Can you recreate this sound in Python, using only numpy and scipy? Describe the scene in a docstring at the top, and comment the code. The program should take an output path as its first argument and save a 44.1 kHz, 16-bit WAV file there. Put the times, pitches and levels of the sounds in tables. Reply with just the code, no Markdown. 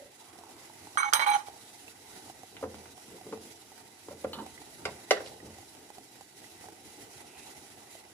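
"""A small kitchen: an open enamel kettle simmers on a gas hob, close by (shaped noise, ticks, ringing pops).
Its lid is put down on the worktop to the right: it clinks, scrapes on its rim and squeals briefly,
by struck modes, stick-slip pulses through drifting resonances, and wavering tones.
Then things are fetched beside the hob: dull wooden knocks, a small clink and two sharp clacks (struck modes),
with brushing, a low cupboard boom and a faint swish made of swelling bands of noise."""
import sys
import numpy as np
from scipy import signal
from scipy.fft import rfft, irfft, next_fast_len
from scipy.io import wavfile
from scipy.ndimage import uniform_filter1d

SR = 44100
rng = np.random.default_rng(int(sys.argv[2]) if len(sys.argv) > 2 else 0)


def materialize(psi):
    """Save the field psi as 16-bit PCM at rate SR to the path in sys.argv[1].

    A 1-D psi becomes a single channel; in a 2-D psi each row is a channel.
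    """
    bounded = np.clip(np.atleast_2d(psi).T, -1, 1)
    quanta = np.round(bounded * 32767).astype(np.int16)
    wavfile.write(sys.argv[1], SR, quanta)


N = 358533
TIME = np.arange(N) / SR  # s
RING = TIME[:SR // 2]  # time axis of one struck sound, s

# All levels are relative: later gains set the final balance. t60 is the time to decay by 60 dB.
# spectrum of burner and simmering water: (f/Hz, density/dB per Hz)
SIMMER_SPECTRUM = [(25, -16), (55, -45), (90, 8), (125, 4.5), (160, -4), (310, 7), (440, 4), (550, -4.5),
                   (810, 7), (1080, -7), (4000, -9.5), (10800, -11), (12200, -16.5), (15000, -21)]
# kettle resonances that colour the simmer: (f/Hz, width/Hz, left level/dB, right level/dB)
KETTLE_RESONANCES = [(1643, 52, -14, -18), (2012, 140, 5.5, 9), (2690, 60, 10, -5.5), (2700, 69, -5, 7.5),
                     (3904, 39, 12.5, 15.5), (4780, 63, 1, 7.5), (5730, 680, 1, 4), (7260, 510, 3, 2.5),
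                     (8000, 350, -11, 2), (9640, 180, -3, -0.5), (10140, 490, 3, 4.5),
                     (10800, 360, -12, 4.5)]
# rise and fall of the low rumble, from the flame and from handling: (t/s, level/dB)
RUMBLE_LEVEL = [(0, 5), (1.9, -2), (2.8, 3), (3.7, -1), (5.3, 7), (6.2, -2.5), (7.3, 4), (8.1, 1)]
# left-right coherence of the simmer, clipped to 0...1 in use: (f/Hz, coherence/1)
COHERENCE = [(60, 0.55), (130, 0.68), (290, 1), (640, 0.62), (1410, 0.81), (3100, -1.16), (6820, -0.84),
             (15000, -0.36)]
# phase by which the left channel leads in the simmer: (f/Hz, phase/rad)
PHASE_LEAD = [(100, -0.75), (400, 0.37), (850, -1.56), (2000, -0.76)]
# stereo balance, left minus right: (f/Hz, level/dB)
BALANCE = [(100, -0.5), (450, 1), (800, -3), (2000, -5), (5000, -1.5), (12000, -2.5)]
# reverberation of the kitchen: (f/Hz, t60/s)
KITCHEN_DECAY = [(100, 0.96), (260, 0.9), (700, 0.43), (2000, 0.36), (5000, 0.36), (14000, 0.34)]
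# single pops at set times, mostly bubbles in the kettle: (t/s, level/dB, f/Hz)
SINGLE_POPS = [(.356, -54, 780), (.387, -49, 724), (.41, -53, 700), (.4362, -48.5, 910), (.467, -52, 855),
               (.698, -51, 890), (.871, -46.5, 850), (1.88, -47, 2630), (2.744, -51, 814),
               (4.578, -48.5, 2020), (4.592, -65, 756), (5.403, -52, 1910), (5.585, -48.5, 766),
               (5.903, -45.5, 825), (6.443, -53.5, 1980), (6.654, -54, 825), (6.686, -45, 830),
               (7.182, -56, 830), (7.952, -47, 654)]

# brushing, a low cupboard boom and a faint swish, as swelling noise bands:
# (middle t/s, length/s, level/dB, centre f/Hz, width/octave)
NOISE_SWELLS = [(.02, 0.12, -55.5, 544, 0.17), (.435, 0.51, -63.5, 1120, 0.32),
                (3.144, 0.081, -53, 305, 0.68), (4.39, 0.07, -46, 1000, 0.35), (4.4, 0.087, -43, 247, 0.71),
                (4.88, 0.14, -48.5, 113, 0.7), (4.885, 0.043, -42.5, 710, 0.4),
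                (5.175, 0.036, -49, 1800, 0.16), (5.27, 0.05, -53, 4400, 0.38),
                (5.46, 0.16, -50.5, 198, 1.1), (5.5, 0.17, -52.5, 85.5, 0.21),
                (7.38, 0.19, -60, 2630, 0.14)]
# modes of the wooden worktop and cupboard: (f/Hz, level/dB, t60/s)
WOOD_MODES = [(83.6, -19.5, 0.6), (110.5, -20.5, 0.34), (164.5, -19.5, 0.045), (214.4, -15, 0.39),
              (281, -9, 0.13), (323, -14, 0.43), (432.6, -9.5, 0.13), (552, -16, 0.11), (734, -11, 0.08),
              (1023, 5, 0.02), (1400, -0.5, 0.019)]
# dense wash of the struck wood: (f/Hz, density/dB per Hz)
WOOD_SPECTRUM = [(60, -27), (200, 2.5), (500, 8.5), (700, 4), (1400, 2.5), (1700, -4), (2800, -3.5),
                 (8000, -5)]
# things set down on the wood: (t/s, level/dB, hardness f/Hz, board f/Hz, settling time of the weight/s,
# level of the rumble as they drag to rest/dB)
WOOD_KNOCKS = [(2.6265, -33.5, 1700, 506, 0.0026, -53), (2.6375, -30.5, 1400, 499, 0.0016, -58),
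               (2.655, -45, 800, 505, 0.0023, -67), (3.266, -47, 2000, 440, .001, -47.5),
               (3.3236, -42, 2400, 444, 0.003, -63), (3.3298, -35.5, 1500, 443, .002, -63),
               (4.084, -41.5, 1600, 447, .001, -51.5), (4.109, -42.5, 1000, 560, 0.0048, -64),
               (4.126, -48, 1600, 550, .002, -64), (4.2453, -27, 1880, 527, 0.00077, -51),
               (5.425, -50.5, 600, 324, 0.0056, -64), (5.467, -68, 700, 396, 0.0027, -62)]
# modes of a nudged piece of crockery: (f/Hz, level/dB, t60/s)
CROCKERY_MODES = [(903, 2.5, 0.2), (1167, -1, 0.074), (2975, 5, 0.091), (3150, -4, 0.05), (4170, 6, .06)]
# dense wash of the crockery: (f/Hz, density/dB per Hz)
CROCKERY_SPECTRUM = [(200, -17), (500, -3), (1400, 0), (2200, -10), (3100, 3), (4300, 2), (5500, -14),
                     (9000, -16), (13000, -11), (15000, -16)]
# nudges of the crockery: (t/s, level/dB, hardness f/Hz)
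CROCKERY_NUDGES = [(4.3316, -39, 15000), (4.388, -42, 1480)]
# modes of a plastic tub put down hard: (f/Hz, level/dB, t60/s)
TUB_MODES = [(88, -26, .5), (220, -16, .12), (325, -4, .07), (415, 6, .055), (530, 5, .06), (670, 2, .06),
             (780, 2, .055), (1146, -2, .04), (1300, -6, .04), (1510, -3, .04), (1720, -4, .04),
             (1958, -4, .045), (2100, -3, .05)]
# crack and dense wash of the tub: (f/Hz, density/dB per Hz)
TUB_SPECTRUM = [(150, -24), (380, -2), (700, 2), (980, -1), (1300, -1), (1900, -1), (2500, -3.5),
                (3200, -4.5), (4400, -5), (5500, -7.5), (9000, -14.5), (15000, -26)]
# the tub meets the worktop: (t/s, level/dB, hardness f/Hz, crack against ring/dB)
TUB_CLACKS = [(4.854, -28, 8000, 2.5), (5.1085, -13.5, 12500, 1), (5.1148, -27.5, 3000, 1.5),
              (5.169, -37, 2800, 13), (5.205, -39, 3500, 12)]
# short clicks: light handling, and the sharp crack of the first clack: (t/s, level/dB, hardness f/Hz)
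SHORT_CLICKS = [(2.5676, -50.5, 9000), (2.744, -56, 6000), (2.857, -57, 5940), (3.326, -49, 4030),
                (4.117, -57, 6000), (4.8535, -39.5, 15000), (5.262, -51, 6000), (5.274, -52, 6000)]

# modes of the lid: (f/Hz, level/dB, t60/s)
LID_MODES = [(826, -13, .22), (873, 0, .09), (950, -5, .07), (1017, -5, .09), (1077, -10, .17),
             (1175, -10, .06), (1287, -17, .15), (1350, -8, .07), (1640, -20, .35), (1707, -10, .1),
             (1857, -11, .1), (2223, -19, .25), (2290, -20, .12), (3120, -11, .07), (3238, 1, .06),
             (3935, -5, .08), (3995, -6, .09), (4613, -16, .07), (5502, -13, .08), (6126, -9, .15),
             (6202, 0, .15), (7919, -14, .06), (8823, 0, .16), (8890, -6, .13), (9790, 0, .15),
             (11210, -14, .16), (11970, -8, .18), (13580, -10, .14), (14480, -7, .1), (15100, -9, .13)]
# dense, quickly dying clank of the lid: (f/Hz, density/dB per Hz)
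CLANK_SPECTRUM = [(100, -58), (520, -12), (720, -20), (900, 6), (1350, -11), (1700, -2), (2250, -9),
                  (2750, -24), (3250, -9), (4200, -6), (5500, -19), (7000, -17), (10000, -6), (15000, -47)]
# the rim strikes the worktop: (t/s, ring level/dB, hardness f/Hz, worktop knock level/dB)
RIM_STRIKES = [(0.973, -27.5, 4020, -17), (1.0311, -28, 2500, -20.5), (1.1274, -27, 3000, -21),
               (1.1347, -11.5, 15300, -32), (1.195, -21, 2500, -30), (1.2643, -30, 2500, -31)]
# glassy click of the enamel: (f/Hz, density/dB per Hz)
ENAMEL_SPECTRUM = [(200, -30), (650, -10), (880, 5), (1300, 10), (2000, 8), (2700, 2), (3200, 12),
                   (3550, 4), (4000, 8), (5000, 6), (6200, 9), (7300, 0), (9000, 6), (10800, -4),
                   (15000, -12)]
# knock of the worktop under the rim: (f/Hz, density/dB per Hz)
RIM_KNOCK_SPECTRUM = [(80, -60), (300, -32), (650, -18), (1050, -3), (1350, 8), (1750, -4.5), (2600, -17),
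                      (4200, -40), (6000, -58), (14000, -72)]
# grit under the rim: (f/Hz, density/dB per Hz)
GRIT_SPECTRUM = [(300, -42), (700, -9), (1000, 2), (1600, -1), (2350, -3), (2750, -11), (3300, -8),
                 (4100, -16), (5000, -19), (9000, -25), (15000, -34)]
# pushes that slide the lid: (start t/s, length/s, scrape level/dB, squeal level/dB, chatter level/dB)
LID_PUSHES = [(0.973, 0.07, -27.5, -40, -22.5), (1.04, 0.05, -32, -28, -34), (1.143, 0.035, -21, -40, -36),
              (1.196, 0.052, -20, -34, -31), (1.259, 0.066, -21, -18, -36),
              (1.331, 0.032, -21.5, -15.5, -33), (1.385, 0.035, -41, -39, -56),
              (1.463, 0.022, -46, -38, -56)]
# resonances of the lid with its rim pressed on the worktop: (f/Hz, width/Hz, level/dB)
PRESSED_RESONANCES = [(915, 150, 0), (1060, 200, -5), (1370, 380, -10), (1860, 220, -17), (2300, 260, -13),
                      (3190, 220, -10), (4010, 150, -16)]
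# modes that the sliding rim sets singing:
# (start t/s, length/s, f/Hz, glide/Hz per s, waver/Hz, level/dB)
SINGING_MODES = [(.976, 0.09, 1077, 0, 7, -25), (.976, 0.11, 2235, -150, 7, -28.5),
                 (.978, 0.032, 6135, 0, 12, -34.5), (1.03, 0.085, 6170, 0, 15, -41),
                 (.978, 0.025, 8810, 0, 15, -32), (.98, 0.025, 11250, 0, 15, -45),
                 (.978, 0.06, 3970, 0, 45, -39), (1.137, 0.04, 3985, -1500, 30, -28),
                 (1.195, 0.05, 3985, 0, 45, -37.5), (1.27, 0.09, 4010, 0, 55, -37),
                 (1.195, 0.03, 2030, 3000, 30, -35), (1.222, 0.022, 2230, 500, 25, -29),
                 (1.285, 0.075, 2290, 0, 30, -36), (1.28, 0.085, 2410, 1100, 30, -39),
                 (1.265, 0.098, 8900, 0, 25, -39), (1.275, 0.06, 6160, 0, 45, -41),
                 (1.345, 0.04, 6215, 0, 30, -43), (1.275, 0.1, 9800, 0, 35, -41),
                 (1.27, 0.06, 11970, 0, 30, -49)]

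DRAG_LATE_S, DRAG_S, DRAG_HZ, DRAG_OCTAVES = 0.045, 0.12, 221, 0.98  # delay to middle, length, centre, width
# first gap, ratio of successive gaps, first change of level, ratio of successive hardnesses
REBOUND_S, REBOUND_SHRINK, REBOUND_DB, REBOUND_SOFTEN = 0.023, 0.337, -18.5, 0.47
BOOM_DB, BOOM_T60_S = 13.5, 0.043  # the board's main mode, whose pitch depends on where it is hit
SLIDE_ATTACK_S, SLIDE_RELEASE_S, SQUEAL_BUILD_S = 0.0047, 0.005, 0.01
SCRAPE_FADE_DB_PER_S, CHATTER_FADE_DB_PER_S, CHATTERS_PER_S = 81, 146, 120
RIM_DRIFT, RIM_DRIFT_HZ = 0.03, 25  # rms share by which pressed resonances move, and how fast
SLIP_SPREAD_DB = 4.5
SING_ATTACK_S, SING_FADE_DB_PER_S, SING_T60_S = 0.0043, 79, 0.074


def gain_of(db):
    """Logarithmic level: decibels become an amplitude ratio."""
    return 10 ** (np.asarray(db) / 20)


def evened(x):
    """Mean power: a signal is scaled to rms 1."""
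    return x / np.sqrt(np.mean(x ** 2) + 1e-20)


def read(points, hz):
    """Logarithmic frequency: a spectrum table is interpolated on that axis."""
    f, value = np.transpose(points)
    return np.interp(np.log(hz + 1), np.log(f + 1), value)


def add(mix, s, sound):
    """Superposition: a sound is added to the mix from time s."""
    part = mix[..., max(round(s * SR), 0):][..., :sound.shape[-1]]
    part += sound[..., :part.shape[-1]]


def wander(size, hz):
    """Random fluctuation: noise of rms 1 with a Gaussian roll-off at hz."""
    roll_off = np.exp(-(np.fft.rfftfreq(size, 1 / SR) / hz) ** 2)
    return evened(irfft(rfft(rng.standard_normal(size)) * roll_off, size))


def coloured(x, points, size=4096):
    """Minimum phase: a causal filter gives the spectrum and keeps attacks sharp."""
    log_gain = np.log(gain_of(read(points, abs(np.fft.fftfreq(size, 1 / SR)))))
    response = np.exp(np.conj(signal.hilbert(log_gain)))
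    taps = np.fft.ifft(response).real[:size // 2]
    return signal.fftconvolve(x, taps)[:len(x)]


def softened(x, hz):
    """Contact time: a soft contact lasts longer and weakens the treble above hz."""
    r = np.exp(-2 * np.pi * hz / SR)
    return signal.lfilter([(1 - r) ** 2], [1, -2 * r, r * r], x)


def burst(colour, t60):
    """High modal density: decaying noise stands for many close modes dying together."""
    return coloured(rng.standard_normal(len(RING)) * gain_of(-60 * RING / t60), colour)


def body(modes, colour, dense_db, dense_t60):
    """Modal superposition: a click excites clear decaying modes and a wash of dense ones."""
    clear = np.zeros(len(RING))
    for k, (hz, db, t60) in enumerate(modes):
        clear += (-1) ** k * gain_of(db - 60 * RING / t60) * np.sin(2 * np.pi * hz * RING)
    return evened(clear) + gain_of(dense_db) * evened(burst(colour, dense_t60))


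def struck(blows, answer):
    """Impact response: each blow excites the object; its level holds for the first hundredth of a second."""
    out = np.zeros(N)
    for s, db, hard_hz, *spot in blows:
        blow = softened(answer(*spot), hard_hz)
        add(out, s, gain_of(db) * blow / np.std(blow[:SR // 100]))
    return out


def rebounds(blows, gap_s, shrink, drop_db, soften, count=3):
    """Inelastic rebound: bounces follow each blow ever sooner, weaker and softer."""
    out = []
    for s, db, hard_hz, *spot in blows:
        for k in range(count + 1):
            delay = gap_s * sum(shrink ** np.arange(k))
            out.append((s + delay, db + drop_db * np.log2(k + 1), hard_hz * soften ** k, *spot))
    return out


def resonate(x, hz, width):
    """Resonance: a band of gain 1 follows the frequency curve hz."""
    turn = np.exp(2j * np.pi * np.cumsum(hz) / SR)
    r = np.exp(-np.pi * width / SR)
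    # shift the moving resonance down to zero frequency, smooth there, and shift back
    return 2 * (turn * signal.lfilter([(1 - r) ** 2], [1, -2 * r, r * r], x / turn)).real


def placed(x, left_db, left_late_ms, near_db, room_db):
    """Interaural differences and reverberation: direct sound, near echoes and the kitchen's tail."""
    hz, t, z = signal.stft(rng.standard_normal((2, SR)), SR, nperseg=256)
    same = np.exp(-(hz[:, None] / 900) ** 2)  # long waves reach both channels alike
    z[1] = same * z[0] + np.sqrt(1 - same ** 2) * z[1]
    decay = gain_of(-60 * t / read(KITCHEN_DECAY, hz)[:, None])
    tail = signal.istft(z * decay, SR, nperseg=256)[1][:, :SR]
    age = TIME[:SR]
    near = tail * np.exp(-age / 0.011) * (age > .001)
    near = near - softened(near, 710)  # small things nearby throw back little bass
    far = tail * np.clip((age - .004) / 0.018, 0, 1)
    echoes = gain_of(near_db) * near / np.linalg.norm(near[0])
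    echoes += gain_of(room_db) * far / np.linalg.norm(far[0])
    left = np.interp(TIME - left_late_ms / 1000, TIME, x)
    direct = np.array([gain_of(left_db) * left, x])
    return direct + signal.fftconvolve(x[None], echoes, axes=1)[:, :N]


def simmer(level_db=-53, patchy_db=3.5, flicker_db=2.16, hiss_patchy_db=1.2, split_hz=1200, hiss_db=9.0,
           swell_db=1.49, swell_hz=2):
    """Filtered noise: a low rumble, from the flame and from handling, and the hiss of vapour bubbles."""
    frames, hz = N // 256 + 5, np.fft.rfftfreq(1024, 1 / SR)
    a, b, c, d, patches = rng.standard_normal((frames, 513, 5)).T
    patches = evened(uniform_filter1d(uniform_filter1d(patches, 10, 0), 10, 1))
    rumble_db = np.interp(np.arange(frames) * 256 / SR, *np.transpose(RUMBLE_LEVEL))
    flicker = evened(uniform_filter1d(rng.standard_normal(frames), 5))
    swell = wander(frames * 256, swell_hz)[::256]
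    treble = (hz ** 2 / (hz ** 2 + split_hz ** 2))[:, None]
    colour_db = read(SIMMER_SPECTRUM, hz)
    for f, width, *channels_db in KETTLE_RESONANCES:
        colour_db = colour_db + np.outer(channels_db, 1 / (1 + (2 * (hz - f) / width) ** 2))
    same = np.clip(read(COHERENCE, hz), 0, 1)[:, None]
    left = a + 1j * b
    right = same * left + np.sqrt(1 - same ** 2) * (c + 1j * d)
    right = right * np.exp(-1j * read(PHASE_LEAD, hz))[:, None]
    low_db = rumble_db + patchy_db * patches
    high_db = hiss_db + flicker_db * flicker + hiss_patchy_db * patches
    field_db = colour_db[..., None] + (1 - treble) * low_db + treble * high_db + swell_db * swell
    sound = signal.istft(np.array([left, right]) * gain_of(field_db), nperseg=1024, noverlap=768)[1][:, :N]
    return gain_of(level_db) * evened(sound)


def fizz(level_db=-63, per_s=350, spread_db=4.0):
    """Cavitation as shot noise: tiny bubbles collapse on the hot bottom, each a tick."""
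    sizes = gain_of(spread_db * np.minimum(rng.exponential(1, N), 5)) * rng.choice([-1, 1], N)
    ticks = coloured(sizes * (rng.random(N) < per_s / SR), SIMMER_SPECTRUM)
    return placed(gain_of(level_db) * evened(ticks), left_db=-3.0, left_late_ms=0.58, near_db=-0.5, room_db=-2.5)


def pops(t60=0.035, splash_db=-5, random_db=-55.5, spread_db=-13.0, low_hz=770, high_hz=2000,
         high_share=.15, scatter=0.042, count=50):
    """Cavity resonance: pops, mostly bubbles ringing the air in the kettle, at set and at random times."""
    bursts = list(SINGLE_POPS)
    for u, v, w, pick in rng.random((count, 4)):
        hz = (high_hz if pick < high_share else low_hz) * (1 + scatter * (2 * w - 1))
        bursts.append((u * N / SR, random_db + spread_db * (2 * v - 1), hz))
    out = np.zeros(N)
    for s, db, hz in bursts:
        pop = body([(hz, 0, t60)], SIMMER_SPECTRUM, splash_db, dense_t60=0.028)
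        add(out, s, gain_of(db) * pop / np.std(pop[:SR // 100]))
    return placed(out, left_db=-3.5, left_late_ms=0.15, near_db=-30.0, room_db=-28)


def noise_swells(grain_db=-1.5):
    """Band-limited noise: uneven swells of brushing, a low boom and a swish; a low one follows each knock."""
    out, hz = np.zeros(N), np.fft.rfftfreq(len(RING), 1 / SR)
    middle = RING.mean()
    drags = [(s + DRAG_LATE_S, DRAG_S, db, DRAG_HZ, DRAG_OCTAVES) for s, *_, db in WOOD_KNOCKS]
    for s, length, db, centre_hz, octaves in list(NOISE_SWELLS) + drags:
        band = np.exp(-.5 * (np.log2((hz + 1) / centre_hz) / octaves) ** 2)
        noise = irfft(rfft(rng.standard_normal(len(RING))) * band, len(RING))
        noise = evened(noise * gain_of(grain_db * wander(len(RING), 120)))
        swell = gain_of(db) * noise * np.exp(-(2 * (RING - middle) / length) ** 2)
        add(out, s - middle, swell[max(round((middle - s) * SR), 0):])  # trim what precedes the start
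    return placed(out, left_db=-1.5, left_late_ms=0, near_db=-8, room_db=-18.5)


def wood_answer(boom_hz, settle_s):
    """Plate vibration: the board's modes swell in as the weight settles, then decay."""
    modes = list(WOOD_MODES) + [(boom_hz, BOOM_DB, BOOM_T60_S)]
    return (1 - np.exp(-RING / settle_s)) * body(modes, WOOD_SPECTRUM, dense_db=-2.5, dense_t60=0.038)


def worktop():
    """Impact excitation: dull knocks on wood, with rebounds, and nudges against crockery."""
    first_blows = [row[:5] for row in WOOD_KNOCKS]
    blows = rebounds(first_blows, REBOUND_S, REBOUND_SHRINK, REBOUND_DB, REBOUND_SOFTEN)
    knocks = struck(blows, wood_answer)
    clinks = struck(CROCKERY_NUDGES,
                    lambda: body(CROCKERY_MODES, CROCKERY_SPECTRUM, dense_db=-2.0, dense_t60=0.14))
    return placed(knocks + clinks, left_db=0.0, left_late_ms=-0.098, near_db=-9.0, room_db=-14.0)


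def tub(snap_db=-7):
    """Shell vibration: a plastic tub clacks down with a sharp snap, amid short clicks."""
    snap = gain_of(snap_db) * evened(coloured(1.0 * (RING == 0), TUB_SPECTRUM))

    def clack(crack_db):
        """Modes and crack together: the ring carries a dense wash and the snap."""
        return body(TUB_MODES, TUB_SPECTRUM, dense_db=crack_db, dense_t60=0.023) + gain_of(crack_db) * snap

    clacks = struck(TUB_CLACKS, clack)
    clicks = struck(SHORT_CLICKS, lambda: burst(TUB_SPECTRUM, t60=0.0022))
    return placed(gain_of(-6.0) * clacks + clicks, left_db=2.5, left_late_ms=-0.11, near_db=0.5, room_db=-10.0)


def pushes(t):
    """Sliding friction: in each push scrape and chatter fade while the squeal builds up."""
    scrape, squeal, chatter = np.zeros((3, len(t)))
    for start, length, scrape_db, squeal_db, chatter_db in LID_PUSHES:
        age = np.maximum(t - start, 0)
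        release = np.exp(-np.maximum(age - length, 0) / SLIDE_RELEASE_S)
        moving = np.minimum(age / SLIDE_ATTACK_S, 1) * release
        scrape += moving * gain_of(scrape_db - SCRAPE_FADE_DB_PER_S * age)
        squeal += moving * gain_of(squeal_db) * (1 - np.exp(-age / SQUEAL_BUILD_S))
        chatter += moving * gain_of(chatter_db - CHATTER_FADE_DB_PER_S * age)
    return scrape, squeal, chatter


def lid_slide(catches_per_s=300, scrape_hz=7000, detune=0.00807, ring_db=-7, slips_per_s=900, rasp_db=-8,
              grit_db=3, squeal_hz=826, waver=0.0077, shimmer_db=0.5, octave_db=-27, uneven=0.47):
    """Stick-slip: catches and slips ring moving resonances; a wavering tone squeals at the lid's lowest mode."""
    t = LID_PUSHES[0][0] + TIME[:SR * 3 // 5]
    size = len(t)
    scrape_gain, squeal_gain, chatter_gain = pushes(t)
    catches = rng.uniform(0.23, 1, size) * (rng.random(size) < catches_per_s / SR)
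    lid_ring = body(LID_MODES, CLANK_SPECTRUM, dense_db=0.0, dense_t60=0.05)
    ringing = softened(signal.fftconvolve(catches, lid_ring)[:size], scrape_hz)
    # the travelling contact point detunes the modes a little
    ringing = np.interp(t + detune * np.cumsum(wander(size, 50)) / SR, t, ringing)
    phase = 2 * np.pi * np.cumsum(squeal_hz * (1 + waver * wander(size, 172))) / SR
    # small slips of uneven size strike the damped, drifting resonances
    slip_sizes = gain_of(SLIP_SPREAD_DB * np.minimum(rng.exponential(1, size), 2)) * rng.choice([-1, 1], size)
    slips = slip_sizes * (rng.random(size) < slips_per_s / SR)
    grind = np.zeros(size)
    for k, (hz, width, db) in enumerate(PRESSED_RESONANCES):
        drifting_hz = hz * (1 + RIM_DRIFT * wander(size, RIM_DRIFT_HZ))
        grind += (-1) ** k * gain_of(db) * resonate(slips, drifting_hz, width)
    # grit crunches once in each cycle of the squeal
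    grit = rng.standard_normal(size) * (1 + np.cos(phase)) * gain_of(grit_db * wander(size, 300))
    rasp = coloured(grit, GRIT_SPECTRUM)
    scrape = evened(evened(grind) + gain_of(ring_db) * evened(ringing) + gain_of(rasp_db) * evened(rasp))
    squeal = evened(np.sin(phase) + gain_of(octave_db) * np.sin(2 * phase))
    squeal = squeal * gain_of(shimmer_db * wander(size, 114))
    # the rim hops unevenly and knocks on the worktop
    hop_rate = CHATTERS_PER_S * np.exp(uneven * wander(size, 79.4))
    hops = np.diff(np.floor(np.cumsum(hop_rate) / SR), prepend=0)
    chatter = evened(signal.fftconvolve(hops, burst(RIM_KNOCK_SPECTRUM, t60=0.0052))[:size])
    return t[0], scrape_gain * scrape + squeal_gain * squeal + chatter_gain * chatter


def lid_sing(start, length, hz, glide_hz_per_s, waver_hz, db, shimmer_db=5.0):
    """Friction-driven vibration: one mode sings unsteadily for a moment, then rings out."""
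    pitch_hz = hz + glide_hz_per_s * np.minimum(RING, length) + waver_hz * wander(len(RING), 90)
    phase = 2 * np.pi * np.cumsum(pitch_hz) / SR
    fade_db = SING_FADE_DB_PER_S * RING + 60 * np.maximum(RING - length, 0) / SING_T60_S
    level = gain_of(db - fade_db + shimmer_db * wander(len(RING), 57))
    return start, np.minimum(RING / SING_ATTACK_S, 1) * level * evened(np.sin(phase))


def lid(crack_db=-4.0):
    """Impact and friction: the lid lands on its rim, chatters and slides to rest."""
    out = struck([row[:3] for row in RIM_STRIKES],
                 lambda: body(LID_MODES, CLANK_SPECTRUM, dense_db=-2.0, dense_t60=0.011))
    # only the strongest landing makes the glassy enamel click
    s, db, hard_hz, _ = max(RIM_STRIKES, key=lambda row: row[1])
    out += struck([(s, db + crack_db, hard_hz)], lambda: burst(ENAMEL_SPECTRUM, t60=0.011))
    # the worktop knocks back at every strike
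    knocks = [(s, knock_db, 9000) for s, _, _, knock_db in RIM_STRIKES]
    out += struck(knocks, lambda: burst(RIM_KNOCK_SPECTRUM, t60=0.003))
    add(out, *lid_slide())
    for row in SINGING_MODES:
        add(out, *lid_sing(*row))
    return placed(gain_of(-6.5) * out, left_db=-7, left_late_ms=0.339, near_db=-6.0, room_db=-19.0)


def scene():
    """Superposition: everything heard at the hob, from the background to the lid."""
    return simmer() + fizz() + pops() + noise_swells() + worktop() + tub() + lid()


def record(dry, low_cut_hz=52, high_cut_hz=15550):
    """Linear filtering: the channels are balanced by frequency, then deep bass and top treble are cut."""
    size = next_fast_len(N + SR // 10)
    balance_db = read(BALANCE, np.fft.rfftfreq(size, 1 / SR))
    channel_gains = gain_of(np.array([balance_db, -balance_db]) / 2)
    heard = irfft(rfft(dry, size) * channel_gains, size)[:, :N]
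    heard = signal.sosfilt(signal.butter(2, low_cut_hz, "highpass", fs=SR, output="sos"), heard)
    low_pass = signal.firwin(511, high_cut_hz, window=("kaiser", 9), fs=SR)
    return signal.oaconvolve(heard, low_pass[None], "same")


dry = scene()
out = record(dry)
materialize(out)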